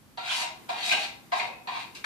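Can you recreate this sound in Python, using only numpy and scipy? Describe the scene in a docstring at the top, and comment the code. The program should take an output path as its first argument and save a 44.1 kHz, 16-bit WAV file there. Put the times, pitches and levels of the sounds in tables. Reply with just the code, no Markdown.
"""A hollow scraper is set down on a wet, gritty surface beside a window and pushed four times.
Each stroke (0.2, 0.7, 1.3, 1.7 s) opens with a clattering knock. Then slips make the body judder,
grit rasps on the edge, and the blade catches now and then with a short stick-slip squeal.
A fifth stroke just lands at 2 s. Throughout, close hard walls throw it all back,
over a faint outdoor rumble and hiss."""
import sys
import numpy as np
from scipy import signal
from scipy.fft import rfft, irfft
from scipy.io import wavfile
from scipy.ndimage import uniform_filter1d

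SR = 44100
rng = np.random.default_rng(int(sys.argv[2]) if len(sys.argv) > 2 else 0)


def persist_wave(psi):
    """Save psi, clipped to +-1, as 16-bit WAV."""
    counts = np.round(np.clip(psi, -1, 1) * 32767).astype(np.int16)
    wavfile.write(sys.argv[1], SR, np.atleast_2d(counts).T)


N = 90404
TIME_S = np.arange(N) / SR

# Sliding force, one list per stroke. Each row: time in seconds, body, edge and fizz levels in dB.
STROKE_LEVELS = [
    [(.18, -39.5, -57, -57), (.24, -39.5, -38, -52), (.295, -45.5, -30, -39.5), (.365, -38.5, -32, -33.5),
     (.435, -35, -35.5, -37), (.5, -57.5, -48, -59), (.53, -84, -54, -93)],
    [(.7, -50, -42.5, -47), (.745, -35, -41.5, -53), (.81, -45, -32, -45), (.855, -43.5, -32, -35.5),
     (.925, -29, -24, -34), (.965, -47, -38, -43.5), (1.035, -47.5, -30, -39.5), (1.09, -53, -58, -53),
     (1.12, -78, -68, -80)],
    [(1.33, -49, -30, -51), (1.385, -33, -40.5, -41), (1.43, -36, -38.5, -55), (1.48, -53, -51, -55),
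     (1.52, -50, -66, -78)],
    [(1.68, -50, -52, -64), (1.73, -36.5, -37.5, -54.5), (1.79, -39, -39.5, -52), (1.83, -58, -42, -53.5),
     (1.87, -70, -85, -83)],
]
# Blade knocks. Each row: start and hold in seconds, body, edge, fizz and thump levels in dB.
BLADE_KNOCKS = [(0.172, 0.018, -32.5, -35, -57, -56), (0.688, 0.015, -27, -33, -46.5, -46.5),
                (0.914, 0.0048, -41, -30.5, -44, -46), (.921, 0.0041, -32.5, -19, -32, -33),
                (0.967, 0.012, -29.5, -40, -56, -48.5), (1.317, 0.018, -23.5, -32, -46, -50),
                (1.395, 0.0064, -28.5, -25, -55, -42.5), (1.671, 0.024, -29.5, -35, -79, -50.5),
                (1.947, 0.026, -53, -39.5, -44, -66), (2.041, 0.024, -31, -30, -38.5, -58)]
# Blade catches. Each row: start and hold in seconds, pitch and wobble rate in Hz, level in dB.
BLADE_SQUEALS = [(0.178, 0.14, 1377, 60.3, -42), (0.181, 0.035, 3693, 100, -42.5),
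                 (0.274, 0.042, 1510, 160, -39), (0.293, 0.046, 3157, 510, -29),
                 (0.314, 0.078, 993, 45, -37.5), (0.683, 0.059, 1382, 59.5, -43),
                 (0.689, .036, 3730, 100, -49.5), (0.83, 0.12, 3820, 112.5, -31.5),
                 (0.912, 0.004, 2490, 347, -18), (0.917, 0.0051, 1596, 112, -26),
                 (.931, 0.012, 2812, 257, -25), (0.969, .03, 818, 30.2, -32.5),
                 (1.322, 0.016, 1035, 91, -26.5), (1.324, 0.016, 729.3, 45.7, -30.5),
                 (1.393, 0.0056, 2204, 167.4, -22), (1.431, 0.125, 2519, 79, -45),
                 (1.454, 0.069, 588, 111.6, -46.5), (1.678, 0.022, 1027, 80, -33.5),
                 (2.041, 0.011, 2122, 165, -27), (2.041, .02, 1500, 394, -29.5)]
# Grip on the body. Each row: time in seconds, highs minus lows in dB.
GRIP_TILT = [(.18, -8.5), (.35, 4.5), (.46, -0.5), (.72, -2.5), (.92, -26), (1.0, -10.5), (1.33, 8),
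             (1.43, -1), (1.68, 5), (1.8, 8.5)]
# Resonances of body and edge. Each row: frequency in Hz, width in Hz, level in dB.
BODY_MODES = [(641.3, 26, -8.5), (729, 59, -1.5), (798, 61, -2.5), (943, 42.6, 3.5), (1059, 82, -4)]
EDGE_MODES = [(1354, 35, -3.5), (1640, 150, -5.5), (2095, 173, 2), (2314, 20, 2.5), (2451, 135, 5),
              (2755, 93, 4.5), (3230, 166, -3), (3800, 195, 2), (4140, 26, -3), (4500, 130, -5)]
# Broad spectra of the scraper's parts. Each row: frequency in Hz, relative level in dB.
BODY_SPECTRUM = [(100, -44), (300, -29), (520, -24), (680, -8), (1100, -13), (1300, -19.5), (2000, -13),
                 (8000, -87.5)]
EDGE_SPECTRUM = [(100, -47), (400, -44), (700, -30.5), (1200, -10.5), (1800, -15.5), (2500, -1), (3300, -5),
                 (4300, -2), (5300, -18), (7000, -19.5), (14000, -70)]
FIZZ_SPECTRUM = [(300, -63), (2500, -6), (4000, 2.5), (5200, 2.5), (6800, -1.5), (8500, -4), (10000, -10.5),
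                 (11200, -9), (12500, -27.5), (14500, -14.5)]
THUMP_SPECTRUM = [(90, -19.5), (230, -6.5), (400, 0.5), (600, -6.5), (900, -23), (4000, -38)]
# Echo decay. Each row: frequency in Hz, T60 in seconds.
WALL_T60 = [(200, 0.42), (800, .48), (2400, 0.4), (5500, 0.34), (12000, 0.22)]
# Likeness of left and right. Each row: frequency in Hz, coherence from 0 to 1.
COHERENCE = [(60, .75), (300, 0.42), (750, 0.58), (950, 0), (1080, 0.59), (1400, 0), (3000, 0), (14000, 0)]
# Stereo balance of the scraper. Each row: frequency in Hz, left minus right in dB.
BALANCE = [(200, 1.5), (750, 0), (960, 0.5), (1300, 1.5), (2500, 3), (4000, 1.5), (6000, 2.5), (8500, -2),
           (14000, -6.5)]
# Outdoor air and wash. Each row: frequency in Hz, relative level in dB.
AIR_SPECTRUM = [(15, -50), (25, -55), (54, -5), (90, -9.5), (105, -5), (124, -0.5), (189, -11.5), (205, -1),
                (443, -20), (493, -17), (1100, -19), (6520, -29.5), (11700, -29), (14500, -31.5)]
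WASH_SPECTRUM = [(30, -35), (100, -13), (200, -6), (330, -1), (600, -12.5), (2000, -16.5), (8000, -22.5),
                 (14000, -22.5)]
# Swell of the wash. Each row: time in seconds, level in dB.
WASH_LEVELS = [(.1, -67.5), (.42, -61.5), (.64, -54), (1.25, -57), (1.6, -58.5), (2.0, -54.5)]

BODY, EDGE, FIZZ, THUMP = range(4)  # order of the level columns
SLIPS_PER_S, GRAINS_PER_S, FIZZ_PER_S = 420, 2200, 4400
SLIP_SPREAD_DB, GRAIN_SPREAD_DB = 3, 1.5
CHATTER_HZ, CHATTER_DB = 82, 1.16


def scraper():
    """Slips shake the hollow body, grit rings the edge, fine grains fizz; knocks add a thump."""
    chatter = unit(amp(CHATTER_DB * wobble(CHATTER_HZ)))
    slips = steady(clicks(SLIPS_PER_S, SLIP_SPREAD_DB), size=1000) * chatter
    body = grip(ring(sliding(slips, BODY) + clatter(BODY), BODY_SPECTRUM, BODY_MODES))
    grit = clicks(GRAINS_PER_S, GRAIN_SPREAD_DB) * chatter
    edge = ring(sliding(grit, EDGE) + clatter(EDGE), EDGE_SPECTRUM, EDGE_MODES)
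    fine_grit = clicks(FIZZ_PER_S, GRAIN_SPREAD_DB) * chatter
    fizz = ring(sliding(fine_grit, FIZZ) + clatter(FIZZ), FIZZ_SPECTRUM)
    thump = ring(clatter(THUMP), THUMP_SPECTRUM)
    return body + edge + fizz + thump


def sliding(grains, part):
    """Force on one part from grains passing under the blade."""
    force = np.zeros(N)
    for stroke in map(np.array, STROKE_LEVELS):
        force += amp(np.interp(TIME_S, stroke[:, 0], stroke[:, 1 + part], left=-np.inf, right=-np.inf))
    return grains * force


def clatter(part):
    """Force on one part from the knocks: a dense rattle, hardest at its start."""
    force = sum(burst(start_s, hold_s, levels_db[part], fade_db_per_s=148)
                for start_s, hold_s, *levels_db in BLADE_KNOCKS)
    return force * steady(clicks(per_s=3000, spread_db=6.5), size=160)


def grip(body, split_hz=887):
    """The grip shifts weight between the body's low and high resonances."""
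    crossover = [signal.butter(4, split_hz, kind, fs=SR, output="sos") for kind in ("low", "high")]
    low, high = (signal.sosfilt(np.tile(sos, (2, 1)), body) for sos in crossover)
    tilt_db = np.interp(TIME_S, *np.transpose(GRIP_TILT))
    up, down = amp(tilt_db / 2), amp(-tilt_db / 2)
    return (down * low + up * high) / np.sqrt((up ** 2 + down ** 2) / 2)


def squeals(flutter_db=2.25):
    """Stick-slip: the blade catches and one resonance sings, unsteady and fading."""
    out = np.zeros(N)
    for start_s, hold_s, centre_hz, wobble_hz, db in BLADE_SQUEALS:
        pitch_hz = centre_hz + .45 * wobble_hz * wobble(wobble_hz)
        tone = np.sin(2 * np.pi * np.cumsum(pitch_hz) / SR) * amp(flutter_db * wobble(wobble_hz))
        out += unit(tone) * burst(start_s, hold_s, db, fade_db_per_s=56)
    return out


def ring(force, spectrum, modes=(), size=8192):
    """Response of a part: resonances on a broad spectrum, minimum phase, unit energy."""
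    hz = bins(size)
    power = amp(read(spectrum, hz)) ** 2
    for mode_hz, width_hz, db in modes:
        power += amp(db) ** 2 / (1 + ((hz - mode_hz) / (.75 * width_hz)) ** 2) ** 2
    log_gain = np.log(power + 1e-10) / 2
    mirrored = np.r_[log_gain, log_gain[-2:0:-1]]
    response = np.exp(np.conj(signal.hilbert(mirrored)))
    taps = np.fft.ifft(response).real[:size // 2]
    return signal.fftconvolve(force, taps / np.linalg.norm(taps))[:N]


def clicks(per_s, spread_db):
    """Tiny slips of random time, sign and size; rms 1."""
    size = amp(spread_db * np.minimum(rng.exponential(1, N), 4))
    return unit(size * rng.choice([-1., 1.], N) * (rng.random(N) < per_s / SR))


def burst(start_s, hold_s, db, fade_db_per_s, attack_s=.002, release_s=.0061):
    """Envelope of one contact: quick attack, fading hold, quick release."""
    age_s = np.maximum(TIME_S - start_s, 0)
    gate = np.minimum(age_s / attack_s, 1) * np.exp(-np.maximum(age_s - hold_s, 0) / release_s)
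    return gate * amp(db - fade_db_per_s * age_s)


def travel(x, step_s=.07, patterns=3):
    """As the scraper moves, reflection patterns crossfade in a cycle."""
    place = TIME_S / step_s
    distances = [abs((place - k + patterns / 2) % patterns - patterns / 2) for k in range(patterns)]
    return sum(walls(x * np.cos(np.pi / 2 * np.minimum(d, 1))) for d in distances)


def walls(x, direct_db=-8.5, early_per_s=8000, early_t60_s=.023, size=32768):
    """Close hard walls: weak direct sound, dense early reflections, short diffuse tail."""
    hz, frame_s, noise = signal.stft(rng.standard_normal((2, size)), SR, nperseg=256)
    decay = amp(-60 * frame_s / read(WALL_T60, hz)[:, None])
    tail = signal.istft(noise * decay, SR, nperseg=256)[1][:, :size]
    early = rng.choice([-1., 1.], (2, size)) * (rng.random((2, size)) < early_per_s / SR)
    early *= amp(-60 * TIME_S[:size] / early_t60_s)
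    echo = stereo(sum(part / np.linalg.norm(part, axis=1)[:, None] for part in (tail, early)))
    echo[:, 0] += amp(direct_db)
    wet = signal.fftconvolve(x[None], echo / np.linalg.norm(echo[0]), axes=1)
    side_db = read(BALANCE, bins(wet.shape[1])) / 2
    return irfft(rfft(wet) * amp([side_db, -side_db]), wet.shape[1])[:, :N]


def outdoors(air_db=-56.5):
    """Faint rumble and hiss; a soft wash swells in the distance."""
    wash_db = np.interp(TIME_S, *np.transpose(WASH_LEVELS))
    return amp(air_db) * shaped_noise(AIR_SPECTRUM) + amp(wash_db) * shaped_noise(WASH_SPECTRUM)


def shaped_noise(spectrum):
    """Stereo noise of a given spectrum; rms 1."""
    white = stereo(rng.standard_normal((2, N)))
    return unit(irfft(rfft(white) * amp(read(spectrum, bins(N))), N))


def stereo(x):
    """Makes two unrelated channels partly alike in the lows."""
    mid, side = rfft(x)
    angle = np.arccos(read(COHERENCE, bins(x.shape[1]))) / 2
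    mid, side = mid * np.cos(angle), side * np.sin(angle)
    return irfft([mid + side, mid - side], x.shape[1])


def wobble(hz):
    """Random drift below hz; rms 1."""
    return unit(irfft(rfft(rng.standard_normal(N)) / (1 + (bins(N) / hz) ** 4), N))


def steady(x, size):
    """Evens the level over size samples."""
    return x / np.sqrt(abs(uniform_filter1d(x ** 2, size)) + 1e-6)


def amp(db):
    """dB to gain."""
    return 10 ** (np.asarray(db) / 20)


def unit(x):
    """Scales to rms 1."""
    return x / np.sqrt(np.mean(x ** 2) + 1e-20)


def read(table, hz):
    """Interpolates along log frequency."""
    row_hz, values = np.transpose(table)
    return np.interp(np.log(hz + 1), np.log(row_hz + 1), values)


def bins(size):
    """FFT frequencies in Hz."""
    return np.fft.rfftfreq(size, 1 / SR)


def scene():
    """The scraper among hard walls, over the outdoor background."""
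    return travel(scraper() + squeals()) + outdoors()


def record(dry, bass_hz=104, threshold_db=-42, cut_db_per_db=1.13, top_hz=14600):
    """Ducks the deep bass while the sound is loud, then limits the band."""
    level_db = 10 * np.log10(abs(uniform_filter1d((dry ** 2).mean(0), size=2000)) + 1e-12)
    bass = irfft(rfft(dry) / (1 + (bins(N) / bass_hz) ** 8), N)
    bass_gain = amp(-cut_db_per_db * np.maximum(level_db - threshold_db, 0))
    ducked = dry - bass * (1 - bass_gain)
    lowpass = signal.firwin(1023, top_hz, window=("kaiser", 9), fs=SR)
    return signal.oaconvolve(ducked, lowpass[None], "same")


dry = scene()
out = record(dry)
persist_wave(out)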